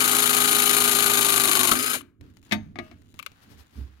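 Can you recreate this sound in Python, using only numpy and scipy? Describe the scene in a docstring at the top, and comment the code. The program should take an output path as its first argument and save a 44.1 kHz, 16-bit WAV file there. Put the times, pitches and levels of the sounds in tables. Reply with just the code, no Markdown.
"""A cordless hydraulic press tool crimps a copper fitting, close by in an attic.
Its geared motor drives a rattling piston pump and sags under load until the relief valve pops,
then runs free under the valve's whistle and stops. The steel jaws clunk open, knock against the pipe
and click shut; the tool is lifted away with a rustle and a soft bump."""
import sys
import numpy as np
from scipy import signal
from scipy.fft import rfft, irfft
from scipy.io import wavfile

SR = 44100
rng = np.random.default_rng(int(sys.argv[2]) if len(sys.argv) > 2 else 0)


def wav_out(sig):
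    """Save sig, one row per channel (or a flat mono array), as 16-bit PCM at SR to the path in sys.argv[1]."""
    wavfile.write(sys.argv[1], SR, np.round(np.clip(np.atleast_2d(sig).T, -1, 1) * 32767).astype(np.int16))


N = 176400
TIME = np.arange(N) / SR
GEAR_RATIO, RELEASE_S = 15, 1.75  # shaft turns per pump turn; when the valve has shed the load
WAVER_RAD, METAL_CRACK = .12, .8  # phase drift of the drive tones; first contact of bare metal

# Motor shaft speed: time_s, speed_hz
SHAFT_SPEED = [(0.0, 417.0), (0.3, 413.6), (0.7, 411.7), (1.0, 406.4), (1.25, 400.2), (1.45, 392.0),
               (1.6, 377.4), (1.69, 362.2), (1.73, 374.0), (1.76, 400.0), (1.79, 416.0), (1.87, 424.7),
               (1.932, 425.0), (1.955, 275.0), (1.98, 110.0), (2.02, 20.0)]
# Stereo placement of the tool body: freq_hz, left_minus_right_db
TOOL_PAN = [(60, -19), (110, -3.5), (200, -2.5), (380, -4), (700, 9), (1290, 10.5), (2380, 15), (4400, 4.5),
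            (8120, 15.5), (15000, 17.5)]
# Stereo placement of the jaws: freq_hz, left_minus_right_db
JAW_PAN = [(60, -7.5), (250, -1), (700, 5), (1500, 17.5), (4000, 11.5), (10000, 18.5)]


def pump(turns):
    """Each stroke knocks and drags a rattle through the metal case; oil squirts once a turn."""
    # Strokes in one pump turn: start_turns, knock_gain, rattle_gain, rattle_length_turns
    strokes = [(0.014, 0.99, 0.49, .43), (0.492, 1, .4, .1), (.6, 0.27, 0.23, .1)]
    # Tone of the rattling case: freq_hz, gain_db
    rattle_eq = [(30, -40.5), (70, -29), (110, -28), (200, -20.5), (300, -10), (420, -12.5), (520, -21),
                 (645, -16.5), (770, -11), (915, -9), (991, -14), (1110, 0.5), (1210, -4), (1340, -7.5),
                 (1440, -2), (1730, -9.5), (1920, -9.5), (2310, -2), (2740, -7), (3080, -3), (3400, -8),
                 (3760, -7), (4350, -6.5), (4900, -13.5), (5380, -15.5), (6300, -11.5), (7380, -5.5),
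                 (8040, -13), (9280, -5.5), (10500, -3.5), (12700, -10), (15100, -16), (16000, -22)]
    # Extra EQ once the pump runs free: freq_hz, gain_db
    free_run_eq = [(100, 3), (300, -0.5), (600, 3), (850, -8.5), (1400, 0.5), (2400, -1.5), (4000, -3),
                   (7000, -3), (11000, -3), (16000, -3.5)]
    # Oil through the pump valve: freq_hz, gain_db
    squirt_eq = [(2000, -37.5), (3200, -9), (3750, 7), (4300, -14), (5200, -30)]
    # Pump fader: time_s, level_db
    effort = [(0, -22), (.8, -21.5), (1.5, -22.5), (1.69, -22.5), (1.75, -25), (1.95, -24), (1.98, -31),
              (2.015, -47), (2.03, -99.5)]
    knock_decay_turns, knock_spread_db, idle_rattle = .045, 1.5, .3
    power, phase = idle_rattle ** 2, turns % 1
    hardness = .8 + .5 * np.sqrt(load())
    for start, knock, rattle, length in strokes:
        age = (turns - start) % 1
        stroke_index = np.floor(turns - start).astype(int)
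        force = hardness * amp(knock_spread_db * rng.standard_normal(100))[stroke_index]
        power += (knock * force * np.exp(-age / knock_decay_turns)) ** 2
        power += rattle ** 2 * np.exp(-(age / length) ** 4)
    throb = 1 + .14 * np.sin(2 * np.pi * GEAR_RATIO * phase)  # once a shaft turn
    grit = pair([grains(per_s=25000, spread_db=.46) for _ in range(2)]) * np.sqrt(power) * throb
    case_ring = amp(-10) * through(grit, tail([(1000, .02)]))
    clatter = colour(grit + case_ring, rattle_eq, TOOL_PAN)
    squirt = wash(squirt_eq, TOOL_PAN) * amp(-10.5) * swell(phase - .28, width=.16)
    loaded = TIME < RELEASE_S
    rms = clatter.mean(0)[loaded].std()
    free_run = colour(clatter, free_run_eq)
    return np.where(loaded, clatter / rms + squirt, free_run / rms) * amp(curve(effort))


def load():
    """Oil back-pressure, 0-1, taken from the motor's sag until the valve opens."""
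    free_hz, full_sag_hz, release_fall_s = 425, 63, .03
    sag = np.clip((free_hz - curve(SHAFT_SPEED)) / full_sag_hz, 0, 1)
    return sag * np.clip((RELEASE_S - TIME) / release_fall_s, 0, 1)


def drivetrain(turns):
    """Gears and motor sing together, running ahead and behind in each pump turn under load."""
    # Fader for the gear tones: time_s, gain_db
    fader = [(0, 4), (1.2, 3.5), (1.6, 3.5), (1.74, 4.5), (1.8, -12), (1.95, -7), (2.02, -24), (2.05, -59)]
    # Tone of the whole drive: freq_hz, gain_db
    drive_eq = [(60, -14.5), (100, -6.5), (400, -5.5), (1200, 0), (5000, 12)]
    wobble_turns, left_delay_s = .009, .0003
    turns = turns + wobble_turns * load() * np.sin(2 * np.pi * turns)
    tones = np.sqrt(2) * (gears(turns) * amp(curve(fader)) + motor(turns))
    left = np.interp(TIME - left_delay_s, TIME, tones)
    return colour(np.array([left, tones]), drive_eq, TOOL_PAN)


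def gears(turns):
    """Multiples of the pump rate sweep across the resonances of the housing."""
    # Prominent gear tones: pump_rate_multiple, level_db
    orders = [(2, -63.5), (3, -64), (4, -48), (5, -63), (6, -48.5), (7, -58.5), (8, -51.5), (9, -50.5),
              (11, -55), (13, -49.5), (16, -60), (24, -50.5), (27, -56), (28, -47.5), (29, -48.5),
              (34, -56), (41, -54), (47, -47), (51, -50)]
    # Housing resonances: centre_hz, width_hz, boost_db
    housing = [(104.7, 9, 5), (247.4, 30, 13), (290, 45, 6)]
    pump_hz = curve(SHAFT_SPEED) / GEAR_RATIO
    out, other_orders_db = 0, -59
    for order in range(2, 58):
        db = dict(orders).get(order, other_orders_db) + drift(17)
        db += sum(boost / (1 + (2 * (order * pump_hz - hz) / width) ** 2) for hz, width, boost in housing)
        out += amp(db) * np.sin(2 * np.pi * (order * turns + rng.random()) + WAVER_RAD * drift(30))
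    return out


def motor(turns):
    """The motor hums at shaft speed and whines at three times that."""
    # Balance of the motor tones: time_s, hum_db, whine_db
    levels = [(0, -33.5, -32.5), (1.201, -29.5, -31.5), (1.68, -33, -31.5), (1.75, -47, -37),
              (1.8, -36.5, -36), (1.93, -42.5, -37.5), (1.977, -49, -39), (1.999, -70, -58),
              (2.04, -120, -120)]
    s, hum_db, whine_db = np.transpose(levels)
    shaft = 2 * np.pi * GEAR_RATIO * turns
    hum = amp(np.interp(TIME, s, hum_db)) * np.sin(shaft)
    whine = amp(np.interp(TIME, s, whine_db)) * np.sin(3 * shaft + WAVER_RAD * drift(60))
    return hum + whine


def housing_groan():
    """The housing groans low near full pressure."""
    # Groan resonances: freq_hz, gain_db
    groan_eq = [(150, -45), (225, -15.5), (250, 4.5), (270, -10.5), (292, -0.5), (320, -18.5), (355, -4),
                (450, -44.5)]
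    # Groan fader: time_s, level_db
    fader = [(0, -63), (1.2, -58), (1.5, -43), (1.68, -41), (1.73, -31), (1.79, -34), (1.85, -46),
             (1.96, -44), (2.1, -64), (2.2, -95)]
    return wash(groan_eq, TOOL_PAN) * amp(curve(fader))


def valve_pops():
    """A faint knock at full pressure, then the relief valve pops open."""
    # Cues, a faint knock then the valve pop: start_s, level_db
    cues = [(1.69, -26), (1.717, -14)]
    # Pop tone: freq_hz, gain_db
    pop_eq = [(80, -9), (280, 3), (500, -5.5), (800, -14.5), (1300, 7.5), (1900, -9.5), (4000, -4),
              (5500, -19.5), (11000, -20), (16000, -28)]
    # Pop decay: freq_hz, t60_s
    decays = [(200, 0.18), (1200, 0.049), (10000, 0.029)]
    return sum(place(s, db, blow(pop_eq, decays)) for s, db in cues)


def valve_whistle():
    """Oil sings through the open valve."""
    # Rising whistle: time_s, pitch_hz, level_db
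    glide = [(1.765, 4900, -70), (1.78, 4950, -38), (1.825, 5030, -39.5), (1.935, 5110, -41),
             (1.95, 5200, -75)]
    s, hz, db = np.transpose(glide)
    jitter_rad = 1.2 * drift(180)
    tone = np.sin(2 * np.pi * np.cumsum(np.interp(TIME, s, hz)) / SR + jitter_rad)
    return tone * np.interp(TIME, s, amp(db), left=0, right=0) * amp([[4], [-4]])


def jaw_clunks():
    """The steel jaws clunk open and ring with the pipe."""
    # Clunk cues: start_s, level_db, ring_db, treble_db_per_octave, decay_stretch
    cues = [(2.512, -28, -9, -4.5, 1.2), (2.5217, -17.5, -1, 0.5, 1.08)]
    # Clunk tone: freq_hz, gain_db
    clunk_eq = [(30, -15.5), (60, -16), (133, -11), (214, 2.5), (340, -8.5), (470, -22), (680, -6.5),
                (920, -18), (1060, -19.5), (1200, -12.5), (1410, -19), (1650, -8.5), (2170, -4.5),
                (2760, -13.5), (3600, -11.5), (5500, -21.5), (8000, -30), (12000, -29.5), (15500, -37)]
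    # Clunk decay before stretching: freq_hz, t60_s
    decays = [(100, 1), (250, 0.27), (800, 0.13), (3000, 0.067), (12000, 0.072)]
    # Modes of jaws and pipe: pitch_hz, level_db, t60_s
    modes = [(101, -19.5, 1), (210, -5, 0.29), (336, -9, 0.18), (693, -15, 0.071), (902, -11, 0.18),
             (1202, -3, 0.072), (1565, -9, .09), (1740, -17, .1), (1960, -18, 0.059), (2290, 4.5, 0.037),
             (2530, -9, 0.12), (3720, -12, .12), (4520, -19, 0.13), (6400, -30.5, 0.3)]
    out = 0
    for s, db, ring_db, tilt, stretch in cues:
        body = blow(tilt_treble(clunk_eq, tilt), [(hz, t60 * stretch) for hz, t60 in decays])
        out += place(s, db, body + amp(ring_db) * ring(modes, rise_s=.003))
    return out


def pipe_knocks():
    """The open jaws knock against the pipe and set it ringing."""
    # Knock cues: start_s, level_db, ring_db, treble_db_per_octave
    cues = [(2.758, -39, 3.5, -4), (2.788, -27.5, -1.5, -3), (2.914, -47.5, 0, -1)]
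    # Knock tone: freq_hz, gain_db
    knock_eq = [(60, -24), (150, -3), (320, 0), (480, -18), (690, 3), (950, -14.5), (1220, -2),
                (1500, -13.5), (2100, -1), (2900, -15), (4000, -10.5), (5500, -21), (8000, -27),
                (15000, -35)]
    # Knock decay: freq_hz, t60_s
    decays = [(100, .35), (300, .18), (800, .08), (3000, .07), (12000, .035)]
    # Pipe modes: pitch_hz, level_db, t60_s
    modes = [(113, -11, 0.18), (238.5, -2, 0.19), (344, -6.5, 0.2), (630, -17.5, 0.39), (720, -6, 0.067),
             (1234, -14, 0.23), (1670, -20, 0.22), (1990, -22, 0.087), (2200, -10, 0.15), (2660, -30.5, .6),
             (2880, -32.5, 0.61), (3520, -21, 0.086), (6309, -37, 0.37)]
    out = 0
    for s, db, ring_db, tilt in cues:
        body = blow(tilt_treble(knock_eq, tilt), decays, METAL_CRACK)
        out += place(s, db, body + amp(ring_db) * ring(modes, rise_s=.0012))
    return out


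def clicks():
    """Sharp clicks as the motor halts and the jaw tips shut."""
    # Click cues: start_s, level_db, tilt_db_per_octave
    cues = [(2.009, -41, -2), (3.191, -34.5, 1), (3.197, -34, 2), (3.227, -39, 4.5), (3.263, -29.5, 1.5)]
    # Click tone: freq_hz, gain_db
    click_eq = [(120, -51), (200, -40), (581, -8), (804, -32), (1040, 1), (1200, 7), (1950, -16), (2130, 0),
                (2420, 2.5), (4720, -18), (5170, -19.5), (8260, -23), (8880, -27), (10800, -21.5),
                (15000, -29)]
    # Click decay: freq_hz, t60_s
    decays = [(300, 0.079), (1200, 0.0083), (3000, 0.035), (12000, 0.012)]
    out = 0
    for s, db, tilt in cues:
        tilted_eq = [(hz, gain + tilt * np.log2(hz + 1)) for hz, gain in click_eq]
        out += place(s, db, blow(tilted_eq, decays))
    return out


def grip():
    """Mechanism and grip give small ticks and a fine crackle."""
    # Tick cues: start_s, level_db
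    cues = [(2.211, -49), (2.37, -52), (2.429, -52), (2.463, -56), (3.02, -54), (3.142, -48), (3.318, -50)]
    # Tick tone: freq_hz, gain_db
    tick_eq = [(200, 24), (600, 7.5), (1800, 9), (4000, 4.5), (8000, -3), (15000, -8)]
    # Tick decay: freq_hz, t60_s
    decays = [(200, 0.12), (2000, 0.045), (12000, .015)]
    # Crackle fader: time_s, level_db
    fader = [(2.2, -97.5), (2.3, -80), (2.38, -73), (2.5, -66), (2.6, -93), (2.88, -94.5), (2.98, -82),
             (3.15, -70), (3.4, -80), (3.6, -72), (4, -85)]
    ticks = sum(place(s, db, blow(tick_eq, decays, METAL_CRACK)) for s, db in cues)
    snaps = through(grains(per_s=170, spread_db=.5), tail([(1000, .0082)]))
    crackle = unit(colour(snaps, [(500, -9.5), (4000, 6), (15000, -3)], JAW_PAN))
    return ticks + crackle * amp(curve(fader))


def hand_rub():
    """The hand shifts on the tool with a low rumble and a grainy rustle."""
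    # Rumble tone: freq_hz, gain_db
    rumble_eq = [(15, -45.5), (25, -18), (86, 5.5), (116, 1), (135, -6.5), (283, -3), (412, -15),
                 (552, -24.5), (700, -27), (910, -52.5), (1540, -120)]
    # Rumble fader: time_s, level_db
    rumble_fader = [(2, -53.5), (2.19, -63.5), (2.22, -46), (2.34, -56), (2.48, -58.5), (2.85, -50.5),
                    (3.1, -57), (3.4, -65), (3.52, -51.5), (3.7, -66.5), (3.75, -56.5), (3.79, -41.5),
                    (3.88, -54), (4, -68.5)]
    # Rustle tone: freq_hz, gain_db
    rustle_eq = [(100, 2.5), (600, -2.5), (1100, 0.5), (1650, 1.5), (2300, -3.5), (3000, -3.5), (4500, -8),
                 (8000, -18), (15000, -18)]
    # Rustle fader before trim: time_s, level_db
    rustle_fader = [(2.06, -76.5), (2.19, -95), (2.23, -58.5), (2.3, -61.5), (2.4, -71), (2.5, -53.5),
                    (2.6, -57), (2.74, -69), (2.85, -52), (3.0, -65), (3.12, -67.5), (3.2, -57.5),
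                    (3.3, -57.5), (3.6, -56.5), (3.7, -61), (3.8, -54.5), (4, -62.5)]
    rumble = wash(rumble_eq, JAW_PAN) * amp(curve(rumble_fader))
    friction = np.array([grains(per_s=8000, spread_db=5.5) for _ in range(2)])
    rustle = unit(colour(friction, rustle_eq, pan=[(500, 1), (3000, 4), (10000, 9.2)]))
    trim_db = -8 + .76 * drift(43)
    return rumble + rustle * amp(curve(rustle_fader) + trim_db)


def hand_moves():
    """Hand and sleeve swish past; the hand bumps softly."""
    # Swish cues: centre_s, width_s, level_db
    swishes = [(2.48, 0.022, -76), (3.435, 0.016, -59.5), (3.52, 0.022, -57), (3.6, 0.025, -56),
               (3.78, 0.058, -61)]
    # Swish tone: freq_hz, gain_db
    swish_eq = [(500, 7.5), (2000, 2), (5000, 1.5), (8000, -8.5), (12000, -3), (16000, -9)]
    # Bump cues: centre_s, width_s, pitch_hz, level_db
    bumps = [(3.606, 0.029, 73.5, -50), (3.817, 0.04, 67, -30.5), (3.922, 0.11, 68, -49.5)]
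    cloth = wash(swish_eq, pan=[(500, 2), (10000, 30)])
    strokes = sum(amp(db) * swell(TIME - s, width) for s, width, db in swishes)
    thuds = sum(amp(db) * swell(TIME - s, width) * np.sin(2 * np.pi * hz * (TIME - s))
                for s, width, hz, db in bumps)
    return cloth * strokes + thuds * amp([[-4], [3]])


def attic_echo(send):
    """A short, dark reverb among the rafters."""
    # Attic decay: freq_hz, t60_s
    decays = [(100, 0.55), (300, 0.42), (1000, 0.41), (4000, 0.23), (14000, 0.051)]
    return through(send, tail(decays))


def room_tone():
    """A faint, low bed of noise."""
    # Tone of the bed: freq_hz, gain_db
    bed_eq = [(30, 3), (70, 6.5), (250, -2.5), (600, -18.5), (2000, -34.5), (6000, -38), (16000, -35)]
    return amp(-77.5) * wash(bed_eq)


def blow(eq, decays, crack=.16):
    """The crack of first contact and its dense ringing, at rms 1 over the first 5 ms."""
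    hit = colour(tail(decays) + crack * (np.arange(SR) == 0), eq, JAW_PAN)
    return hit / np.sqrt(np.mean(hit[:, :220] ** 2))


def ring(modes, rise_s):
    """Dying modes of a struck metal part."""
    t = TIME[:SR]
    tones = sum(amp(db - 60 * t / t60) * np.sin(2 * np.pi * (hz * t + rng.random()))
                for hz, db, t60 in modes)
    return colour(tones * (1 - np.exp(-t / rise_s)), [(1000, .0054)], JAW_PAN)


def tail(decays):
    """One second of dense modes, each band dying at its own speed."""
    hz, spectrum = np.fft.rfftfreq(SR, 1 / SR), rfft(noise(SR))
    centres, out = np.geomspace(60, 15000, 9), 0
    for centre, pick in zip(centres, np.eye(9)):
        band = irfft(spectrum * read(np.c_[centres, pick], hz))
        fade = amp(-60 * TIME[:SR] / read(decays, centre))
        out += band * fade / np.linalg.norm(fade)
    return out


def grains(per_s, spread_db):
    """Tiny impacts of random size."""
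    size = amp(spread_db * np.minimum(rng.exponential(1, N), 4)) * rng.choice([-1, 1], N)
    return unit(size * (rng.random(N) < per_s / SR))


def wash(eq, pan=None):
    """Steady shaped noise at unit level."""
    return unit(colour(noise(N), eq, pan))


def noise(size):
    """Stereo noise."""
    return pair(rng.standard_normal((2, size)))


def pair(x):
    """Two unrelated signals become a stereo pair, alike in the bass."""
    # Likeness of left and right: freq_hz, correlation (clipped to +-1)
    likeness = [(60, 0.75), (300, 0.91), (600, -0.078), (1200, -1.4), (2500, -0.72), (6000, 0.72)]
    a, b = rfft(x)
    size = len(x[0])
    same = np.clip(read(likeness, np.fft.rfftfreq(size, 1 / SR)), -1, 1)
    return irfft([a, same * a + np.sqrt(1 - same ** 2) * b], size)


def colour(x, eq, pan=None):
    """Minimum-phase EQ with an optional left-right balance."""
    hz = abs(np.fft.fftfreq(4096, 1 / SR))
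    gain = amp(read(eq, hz))[None]
    if pan is not None:
        lean = amp(np.outer([.5, -.5], read(pan, hz)))
        gain = gain * lean / np.sqrt((lean ** 2).mean(0))
    log_response = np.conj(signal.hilbert(np.log(gain + 1e-6)))
    return through(x, np.fft.ifft(np.exp(log_response)).real)


def tilt_treble(eq, db_per_octave):
    """Tilts an EQ curve above 2 kHz."""
    return [(hz, db + db_per_octave * max(np.log2(hz / 2000), 0)) for hz, db in eq]


def through(x, response):
    """Convolves with an impulse response."""
    return signal.fftconvolve(np.atleast_2d(x), np.atleast_2d(response), axes=1)[:, :x.shape[-1]]


def place(start_s, db, sound):
    """Lays a sound on an empty stereo track."""
    return amp(db) * np.pad(sound, ((0, 0), (round(start_s * SR), N)))[:, :N]


def swell(offset, width):
    """Bell-shaped envelope."""
    return np.exp(-(offset / width) ** 2)


def drift(rate_hz):
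    """Random wander."""
    return np.interp(TIME * rate_hz, np.arange(1000), rng.standard_normal(1000))


def read(points, hz):
    """Reads a table on a log-frequency axis."""
    freqs, values = np.transpose(points)
    return np.interp(np.log(hz + 1), np.log(freqs + 1), values)


def curve(points):
    """Reads a table along time."""
    return np.interp(TIME, *np.transpose(points))


def amp(db):
    """Decibels to gain."""
    return 10 ** (np.asarray(db) / 20)


def unit(x):
    """Scales the middle of the stereo image to rms 1."""
    return x / np.sqrt(np.mean(np.atleast_2d(x).mean(0) ** 2) + 1e-20)


def scene():
    """The tool and the hand on it over room tone; pump and impacts feed the attic echo."""
    turns = np.cumsum(curve(SHAFT_SPEED)) / SR / GEAR_RATIO - .139  # pump turns, offset to the first stroke
    rattle = pump(turns)
    hits = valve_pops() + jaw_clunks() + pipe_knocks() + clicks() + grip()
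    echo = attic_echo(amp(-18) * rattle + amp(-21) * hits)
    tool = rattle + hits + drivetrain(turns) + housing_groan() + valve_whistle()
    return tool + echo + hand_rub() + hand_moves() + room_tone()


def record(dry):
    """Clips at full scale and cuts the highest treble."""
    lowpass = signal.firwin(511, 15950, window=("kaiser", 9), fs=SR)
    return signal.oaconvolve(np.clip(dry, -1, 1), lowpass[None], "same")


dry = scene()
out = record(dry)
wav_out(out)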